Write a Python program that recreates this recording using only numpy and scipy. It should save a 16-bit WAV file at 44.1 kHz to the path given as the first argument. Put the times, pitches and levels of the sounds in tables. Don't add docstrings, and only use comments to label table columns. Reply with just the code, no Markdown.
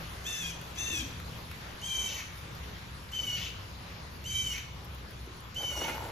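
import sys
import numpy as np
from scipy import signal
from scipy.fft import rfft, irfft, next_fast_len
from scipy.io import wavfile
from scipy.ndimage import uniform_filter1d, map_coordinates

SR = 44100
rng = np.random.default_rng(int(sys.argv[2]) if len(sys.argv) > 2 else 0)


def int16_out(signal):
    q = np.round(np.clip(np.atleast_2d(signal).T, -1, 1) * 32767)
    wavfile.write(sys.argv[1], SR, q.astype(np.int16))


N = 269451


def amp(db):
    return 10 ** (np.asarray(db) / 20)


def unit(x):
    return x / np.sqrt(np.mean(np.abs(x) ** 2) + 1e-20)


def along(points, hz):
    f, v = np.transpose(points)
    return np.interp(np.log(hz + 1), np.log(f + 1), v)


def over_time(points, t):
    return np.interp(t, *np.transpose(points))


def wobble(rate, size=N):
    knots = rng.standard_normal(int(size * rate / SR) + 4)
    return map_coordinates(knots, [np.arange(size) * rate / SR], order=1)


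def smear(rate, size=N):
    return wobble(rate, size) + 1j * wobble(rate, size)


def step(t, at, width):
    return .5 + .5 * np.tanh((t - at) / width)


def stroke(t, start, length, db, attack, t60):
    decay_db = 60 * np.clip(t - start - length, 0, None) / t60
    return amp(db - decay_db) * np.clip((t - start) / attack, 0, 1)


def filtered(x, response):
    m = next_fast_len(N + SR // 2)
    return irfft(rfft(x, m) * response(np.fft.rfftfreq(m, 1 / SR)), m)[..., :N]


# frequency in Hz, correlation from 0 to 1.
CORRELATION = [(60, .985), (160, .93), (300, .75), (450, .5), (750, .05), (2000, .05), (4000, .3),
               (6500, .4), (7800, .8), (8400, .999), (9500, .999), (10000, .6), (12000, .6), (12700, .999)]


def paired(a, b, spectrum):
    def mid_side(hz):
        turn = np.arccos(np.clip(along(CORRELATION, hz), -1, 1)) / 2
        return spectrum(hz) * [np.cos(turn), np.sin(turn)]

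    mid, side = filtered(np.array([a, b]), mid_side)
    return np.array([mid + side, mid - side])


def rush(points, patchy_db):
    z = signal.stft(rng.standard_normal((2, N + 512)), nperseg=512)[2]
    field = rng.standard_normal(z.shape[1:])
    field = uniform_filter1d(uniform_filter1d(field, 8, 0), 12, 1)
    a, b = signal.istft(z * amp(patchy_db * unit(field)), nperseg=512)[1][:, :N]
    return unit(paired(a, b, lambda hz: amp(along(points, hz))))


# frequency in Hz, relative density in dB per Hz.
RUMBLE_SPECTRUM = [(13, -73), (25, -56), (35, -36), (44, -15), (64, -1.5), (125, -6.5), (144, -11),
                   (177, -13), (221, -17.5), (255, -23), (295, -24), (400, -28.5), (520, -25.5),
                   (880, -120)]
# time in seconds, level in dB.
RUMBLE_LEVEL = [(0.0, -47), (0.5, -51), (1.29, -43.5), (1.75, -51), (2.5, -46.5), (3.35, -47.5),
                (4.47, -46), (5.2, -48), (5.8, -48.5), (6.11, -44.5)]
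# pitch in Hz, random knots a second that widen it, level at the start in dB,
# drift in dB a second.
DRONES = [(62.7, 9, -54, 1), (122.3, 8, -58, -0.8), (165.7, 6.5, -51.5, -2.5)]
# frequency in Hz, relative density in dB per Hz.
WASH_SPECTRUM = [(150, -1.5), (300, -5), (500, -5), (700, -6.5), (1000, -3.5), (2000, -8), (3500, -10),
                 (5000, -15), (7000, -20.5), (8000, -46), (10000, -63), (14000, -68)]
WASH_DB, WASH_FADE_DB = -45, 0.78


def town():
    t = np.arange(N) / SR
    rumble_db = over_time(RUMBLE_LEVEL, t) + 0.66 * wobble(3.27)
    rumble = amp(rumble_db) * rush(RUMBLE_SPECTRUM, patchy_db=0.5)
    drone = np.zeros(N)
    for hz, rate, db, drift_db in DRONES:
        drone += amp(db + drift_db * t) * (smear(rate) * np.exp(2j * np.pi * hz * t)).real
    wash_db = WASH_DB - WASH_FADE_DB * t + 0.71 * wobble(4.86)
    return rumble + drone + amp(wash_db) * rush(WASH_SPECTRUM, patchy_db=1.58)


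# frequency in Hz, relative density in dB per Hz.
LEAF_SPECTRUM = [(3000, -66), (6000, -12), (9000, 3), (12000, -3), (13800, -4), (14600, -50), (15700, -44)]
LEAVES_DB, LEAVES_FADE_DB = -56, 1.3
CRUSH_DB = -9.5


def leaves():
    around = amp(LEAVES_DB - LEAVES_FADE_DB * np.arange(N) / SR)
    level = np.hypot(around, amp(CRUSH_DB) * pushing())
    return level * amp(0.19 * wobble(7.8)) * rush(LEAF_SPECTRUM, patchy_db=4.0)


# time in seconds, burst level before the band filter in dB, dull part over it in dB.
STEM_SNAPS = [(0.181, -61, -2), (0.613, -38, -7), (0.754, -42, -7), (1.2003, -43, 11), (1.5137, -40, 9.5),
              (2.5503, -43, 5), (3.09, -59.5, 24), (4.845, -41, -15), (4.8514, -45, -13),
              (4.9474, -41.5, -15), (5.108, -45, -9), (5.116, -66, 25), (5.3684, -47, -14),
              (5.4046, -41, -14), (5.882, -39, 3), (5.89, -34, 3), (5.896, -37, 11), (5.906, -44, 5)]
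SNAP_T60_S = 0.026


def snaps():
    bright, dull = np.zeros((2, N + SR))
    t = np.arange(SR // 20) / SR
    for s, db, low_db in STEM_SNAPS:
        burst = amp(db - 60 * t / SNAP_T60_S) * rng.standard_normal((2, len(t)))
        bright[round(s * SR):][:len(t)] += burst[0]
        dull[round(s * SR):][:len(t)] += burst[1] * amp(low_db)
    band = lambda lo_hz, hi_hz: signal.butter(2, [lo_hz, hi_hz], "band", fs=SR, output="sos")
    return signal.sosfilt(band(8700, 12900), bright[:N]) + signal.sosfilt(band(840, 3000), dull[:N])


# frequency in Hz, gain in dB.
SHUT_LOWER = [(1500, -22), (2250, -1.5), (2700, 1), (3050, 7), (3300, 4), (3650, -10.5), (3950, -11),
              (4400, -16), (4700, -13.5), (5400, -8.5)]
# frequency in Hz, gain in dB before the turn of the head.
SHUT_UPPER = [(5400, -6), (6150, 1), (6900, -6), (7900, -9.5), (8700, -9), (10000, -9), (11000, -15),
              (12400, -15.5), (14000, -37)]
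# frequency in Hz, gain in dB.
OPEN_LOWER = [(1800, -12.5), (2500, -1), (2700, -0.5), (3000, 1), (3300, -1), (3600, -3.5), (4200, -21),
              (4500, -20), (5000, -14), (5400, -13.5)]
# frequency in Hz, gain in dB before the turn of the head.
OPEN_UPPER = [(5400, -8), (6150, 1), (7000, -11.5), (7900, -9), (8700, -16), (10000, -13.5), (11000, -14.5),
              (12400, -21), (14000, -50)]
BEAM_HZ = 5400


def throat_db(hz, shut, upper_db):
    lower, upper = (SHUT_LOWER, SHUT_UPPER) if shut else (OPEN_LOWER, OPEN_UPPER)
    return np.where(hz < BEAM_HZ, along(lower, hz), along(upper, hz) + upper_db)


# frequency in Hz before the lift of the low part,
# gain in dB before the turn of the head.
RASP_COLOUR = [(1300, -12.5), (1900, 3.5), (2300, 8), (2900, -4), (3600, -7), (4300, -5), (5200, -16),
               (6000, 3.5), (7000, -6), (8500, -35), (10000, -10), (12500, -10), (14500, -41)]


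def rasp_colour_db(hz, lift, upper_db):
    return np.where(hz < BEAM_HZ, along(RASP_COLOUR, hz / lift), along(RASP_COLOUR, hz) + upper_db)


# start in seconds, length in seconds, turn to hoarseness in seconds after the start,
# hoarseness added by that turn (0-1), onset level in dB, loudest moment in seconds after the start,
# level there in dB, level at the turn in dB, last level in dB, odd overtones in dB (reduced from the eighth up),
# upper throat in dB, left over right in dB and lag of the right in radians (both for the lower throat),
# lift of the low rasp as a ratio at first, and at last.
CALLS = [(0.243, 0.31, 0.27, .4, -37, 0.23, -38.5, -41.5, -46, -3.5, -1, 0, 0.94, 1.3, 1.45),
         (0.76, 0.32, 0.25, 0.6, -38.5, 0.23, -35, -36.5, -49, -1, -0.8, 3, 1.23, 1.57, 0.89),
         (1.815, 0.43, 0.27, 0.64, -38.5, 0.25, -33.5, -36, -39.5, -6, -1, -2, 0.06, 1.35, 1),
         (3.118, 0.4, 0.255, 0.76, -36.5, 0.2, -34.5, -36, -38.5, -11, -9.5, 1, 0.06, 1.24, 1.38),
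         (4.24, 0.39, 0.3, 0.92, -39, 0.12, -33.5, -38, -41, -4.5, -2, -3, 0.045, 1.02, 1.03),
         (5.545, 0.43, 0.3, 0.71, -38.5, 0.17, -36.5, -38, -43, -7, -6.5, -4, 0.061, 0.99, 1.22)]
# time in seconds, pitch in Hz.
MELODIES = [
    [(.243, 743), (.262, 838), (.278, 900), (.295, 884), (.315, 895), (.34, 879), (.39, 886), (.42, 863),
     (.445, 811), (.475, 834), (.497, 813), (.52, 737), (.543, 720)],
    [(.76, 752), (.775, 841), (.796, 892), (.822, 889), (.84, 898), (.9, 895.4), (.936, 886), (.96, 846),
     (.99, 838), (1.006, 804), (1.03, 790), (1.06, 739)],
    [(1.815, 684), (1.83, 769), (1.85, 784), (1.881, 805), (1.895, 784), (2.057, 769), (2.095, 760),
     (2.117, 733), (2.14, 760), (2.185, 768), (2.21, 732), (2.245, 718)],
    [(3.118, 691), (3.13, 766), (3.149, 773.4), (3.21, 753), (3.257, 747.3), (3.297, 735.4), (3.365, 740),
     (3.39, 708), (3.41, 762.4), (3.47, 770), (3.518, 769)],
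    [(4.24, 670), (4.264, 754), (4.285, 788), (4.306, 766.3), (4.42, 775), (4.484, 753.4), (4.522, 726),
     (4.55, 738.5), (4.61, 733), (4.65, 740)],
    [(5.545, 683), (5.56, 744), (5.58, 783), (5.603, 774), (5.721, 737), (5.76, 722.7), (5.79, 731.4),
     (5.815, 718.5), (5.84, 740), (5.87, 735), (5.895, 690), (5.945, 732)],
]
# frequency in Hz, relative gain in dB.
BREATH_COLOUR = [(1200, -71), (2000, 4), (3000, -4), (4500, -8.5), (6200, 2.5), (8000, -3.5), (10000, -17),
                 (12500, -0.5), (14500, -34)]
OPEN_HZ = 850
ATTACK_S, RELEASE_S, SILENT_DB = 0.025, 0.036, 15.5
HALF_DB = -2.5
CRACK_S, ODD_RISE_S = 0.02, 0.0062
CLEAR_HOARSE, OPEN_HOARSE = 0.034, 0.18
ONSET_HOARSE, ONSET_S = 0.93, 0.0092
ODD_LATE_DB, ODD_S = -19, 0.061
BLUR_RATE, STRAND_RATE = 330, 84.9
BUZZ_HZ, BUZZ_SWING_HZ, BUZZ_WANDER_HZ = 229, 11, 31
SHAKE_HZ, FADE_DB = 4, 2.4
RASP_DB = -4
BREATH_DB, PUFF_DB = -15, 20.5


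def bird():
    out = np.zeros((2, N))
    for call, melody in zip(CALLS, MELODIES):
        s, length, crack_s, end_hoarse, onset_db, loud_s, loud_db, crack_db, last_db = call[:9]
        held_odd_db, upper_db, left_db, lag, first_lift, last_lift = call[9:]
        size = round(length * SR)
        start, t = round(s * SR), np.arange(size) / SR
        pitch = uniform_filter1d(over_time(melody, s + t), size=300)
        shut = pitch.max() < OPEN_HZ
        cracked = step(t, crack_s, CRACK_S)
        level_db = np.interp(t, [0, ATTACK_S, loud_s, crack_s, length - RELEASE_S, length],
                             [onset_db - SILENT_DB, onset_db, loud_db, crack_db, last_db, last_db - SILENT_DB])
        opening = np.exp(-t / ONSET_S)
        hoarse = CLEAR_HOARSE + OPEN_HOARSE * (1 - shut) + ONSET_HOARSE * opening + end_hoarse * cracked
        hoarse = np.clip(hoarse, 0, .99)
        run_out = np.clip((t - crack_s) / (length - crack_s), 0, 1)
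        lift = first_lift + (last_lift - first_lift) * run_out
        odd_db = held_odd_db + ODD_LATE_DB * shut * (1 - step(t, ODD_S, ODD_RISE_S))

        def facing(hz):
            left = np.where(hz < BEAM_HZ, amp(left_db / 2) * np.exp(.5j * lag), 1)
            return left ** np.array([[1], [-1]])

        buzz_hz = BUZZ_HZ + BUZZ_WANDER_HZ * wobble(39.7, size)
        buzz = np.sin(2 * np.pi * np.cumsum(buzz_hz) / SR)
        voice_hz = pitch + (1 - shut) * BUZZ_SWING_HZ * buzz + SHAKE_HZ * wobble(91.36, size)
        phase = 2 * np.pi * np.cumsum(voice_hz) / SR
        tones, power = np.zeros((2, size)), 0
        for k in np.arange(2, 18.5, .5 if shut else 1):
            hoarse_db = rasp_colour_db(k * pitch, lift, upper_db)
            held_db = throat_db(k * pitch, shut, upper_db)
            if k % 2 == 1:
                held_db = held_db + odd_db * (1 if k < 8 else 0.4)
            gain = amp(held_db + shut * cracked * (hoarse_db - held_db))
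            if k % 1:
                gain = gain * cracked * amp(HALF_DB)
            clear = (.95 - .95 * hoarse) ** (k / 4)
            wide = smear(BLUR_RATE, size) / np.sqrt(2)
            strand = smear(STRAND_RATE, size) / np.sqrt(2)
            blur = np.sqrt(1 - cracked) * wide + np.sqrt(cracked) * strand
            steady = amp(FADE_DB * np.sqrt(k / 4) * wobble(43.0, size))
            line = gain * (np.sqrt(clear) * steady + np.sqrt(1 - clear) * blur)
            turning = np.exp(1j * (k * phase + rng.uniform(0, 2 * np.pi)))
            tones += (line * turning * facing(k * pitch)).real
            power = power + gain ** 2 / 2

        hz = np.fft.rfftfreq(size, 1 / SR)
        air = rfft(rng.standard_normal(size) * amp(2.5 * wobble(120, size)))
        first, last = (unit(irfft(air * amp(rasp_colour_db(hz, ratio, upper_db)) * facing(hz), size))
                       for ratio in (first_lift, last_lift))
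        rasp = (1 - run_out) * first + run_out * last
        breath = unit(irfft(rfft(rng.standard_normal(size)) * amp(along(BREATH_COLOUR, hz)), size))
        mix = np.sqrt(1 - hoarse ** 2) * tones / np.sqrt(power) + amp(RASP_DB) * hoarse * rasp
        mix += amp(BREATH_DB + PUFF_DB * opening) * breath
        out[:, start:start + size] += amp(level_db) * mix
    return out


# frequency in Hz, time to decay by 60 dB in seconds.
YARD_T60 = [(1000, 0.65), (3000, 0.62), (6000, 0.59), (12000, 0.27)]


def yard(x):
    hz, t, z = signal.stft(rng.standard_normal((2, 3 * SR // 4)), SR, nperseg=256)
    decay = amp(-60 * t / along(YARD_T60, hz)[:, None])
    tail = signal.istft(z * decay, SR, nperseg=256)[1]
    late = np.pad(x, (300, 0))[None]
    wet = signal.fftconvolve(late, tail / np.linalg.norm(tail[0]), axes=1)[:, :N]
    return paired(*wet, lambda hz: 1)


# time in seconds,
# depth in dB (negative swells), half width in seconds.
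BAND_DIPS = [(3.186, 8, 0.0043), (3.221, 15, 0.01), (3.262, 15, 0.0043), (4.29, 4.5, .008),
             (4.425, 4.5, 0.015), (5.627, 10, 0.0038), (5.643, 2, 0.0034), (5.69, 4, .004),
             (5.75, 8, 0.016), (5.78, 5, 0.022), (3.302, 1, .004), (5.802, 5, 0.0053), (5.835, 2, .005),
             (2.082, -1, 0.0045), (2.19, 3, 0.027), (3.405, 4, 0.023)]


def caught(x, centre_hz=3020, width_hz=420):
    t = np.arange(N) / SR
    dip_db = sum(depth_db * np.exp(-((t - at) / width) ** 4) for at, depth_db, width in BAND_DIPS)
    band = filtered(x, lambda hz: np.exp(-((hz - centre_hz) / width_hz) ** 4))
    return x - (1 - amp(-dip_db)) * band


# start in seconds, length in seconds, level in dB.
ROOT_TEAR = (0.855, 0.18, -48)
# time in seconds,
# level in dB before the rise and decay, pitch in Hz.
LOW_THUDS = [(0.905, -29.5, 235), (4.539, -28.5, 131), (5.275, -32.5, 365)]
TEAR_ATTACK_S, TEAR_T60_S = 0.022, 0.45
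TEAR_HZ, TEAR_LOW_HZ, TEAR_SINK_S = 480, 225, .1


def soil():
    t = np.arange(N) / SR
    sinking = np.exp(-np.clip(t - ROOT_TEAR[0], 0, None) / TEAR_SINK_S)
    centre_hz = TEAR_LOW_HZ + (TEAR_HZ - TEAR_LOW_HZ) * sinking
    noise = (smear(70) * np.exp(2j * np.pi * np.cumsum(centre_hz) / SR)).real
    tear = stroke(t, *ROOT_TEAR, TEAR_ATTACK_S, TEAR_T60_S) * noise
    out = np.pad(tear, (0, SR))
    t = np.arange(SR // 10) / SR
    for s, db, hz in LOW_THUDS:
        envelope = amp(db - 60 * t / 0.022) * (1 - np.exp(-t / 0.00065))
        out[round(s * SR):][:len(t)] += envelope * np.sin(2 * np.pi * hz * t)
    return out[:N]


# start in seconds, length in seconds, pressing gain in dB.
BIN_PUSHES = [(5.574, 0.052, -44), (5.689, 0.1, -48), (5.754, 0.12, -43), (5.863, 0.037, -41.5),
              (5.932, 0.045, -44.5), (5.984, 0.11, -44.5)]
PUSH_ATTACK_S, PUSH_T60_S = 0.032, 0.25


def pushing():
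    return sum(stroke(np.arange(N) / SR, *row, PUSH_ATTACK_S, PUSH_T60_S) for row in BIN_PUSHES)


# frequency in Hz, width in Hz, peak gain of that mode in dB.
BIN_MODES = [(286, 260, -3.5), (577, 160, 1), (900, 164, -1), (1410, 150, -3.5), (1920, 940, -12),
             (6000, 9000, -34)]
# time in seconds, striking level before the bin in dB,
# frequency that the contact favours in Hz.
BIN_KNOCKS = [(5.574, -39, 540), (5.606, -31, 750), (5.62, -35.5, 545), (5.711, -40, 900),
              (5.726, -32, 1450), (5.753, -30, 990), (5.776, -35, 520), (5.79, -33, 597), (5.81, -33, 620),
              (5.822, -26, 323), (5.847, -25.5, 900), (5.884, -22, 1420), (5.895, -30, 900),
              (5.91, -31, 597), (5.948, -29, 846), (6.005, -24.5, 934), (6.034, -32, 900),
              (6.052, -37, 784)]
CONTACT_T60_S = 0.029


def stuffing(rate=1200):
    crumbs = (rng.random(N) < rate / SR) * rng.standard_normal(N) * amp(3.4 * wobble(60))

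    def hollow(f):
        return sum((-1) ** k * amp(db) * 1j * f * width / (centre ** 2 - f * f + 1j * f * width)
                   for k, (centre, width, db) in enumerate(BIN_MODES))

    rubbing = 0.5 * rng.standard_normal(N)
    patter = unit(filtered(unit(crumbs) + rubbing, hollow))
    blows, t = np.zeros(N + SR), np.arange(SR // 20) / SR
    for s, db, hz in BIN_KNOCKS:
        tone = np.sin(2 * np.pi * hz * t + rng.uniform(0, 2 * np.pi))
        contact = 0.91 * tone + 0.48 * rng.standard_normal(len(t))
        blows[round(s * SR):][:len(t)] += amp(db - 60 * t / CONTACT_T60_S) * contact * np.clip(t / 0.00067, 0, 1)
    return amp(-2.0) * pushing() * patter + filtered(blows[:N], hollow)


def scene():
    calls, stems, hands = bird(), snaps(), soil() + stuffing()
    voice = caught(calls + amp(-6.5) * yard(calls.mean(0)))
    answer = yard(amp(-5.0) * hands + amp(-13) * stems)
    return voice + hands + stems + answer + town() + leaves()


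# frequency in Hz, lead of the left in radians.
LEFT_LEAD = [(500, 0.01), (2300, .9), (3100, .7), (3900, -.2), (4700, 1.3), (5400, .8), (6200, -.8),
             (7000, -.7), (7800, -2.5), (8400, -3.14), (9500, -3.14), (10900, -4.6), (12200, -5.5),
             (12800, -6.283)]
# frequency in Hz, left over right in dB.
LEFT_BALANCE = [(100, .9), (1000, .3), (2500, .5), (3500, 2), (4700, 7), (6200, 5), (7000, 6), (7800, 1),
                (8300, 0)]
TOP_HZ = 15719


def record(dry):
    left = lambda hz: amp(along(LEFT_BALANCE, hz) / 2) * np.exp(.5j * along(LEFT_LEAD, hz))
    return filtered(dry, lambda hz: np.array([left(hz), 1 / left(hz)]) * (hz < TOP_HZ))


dry = scene()
out = record(dry)
int16_out(out)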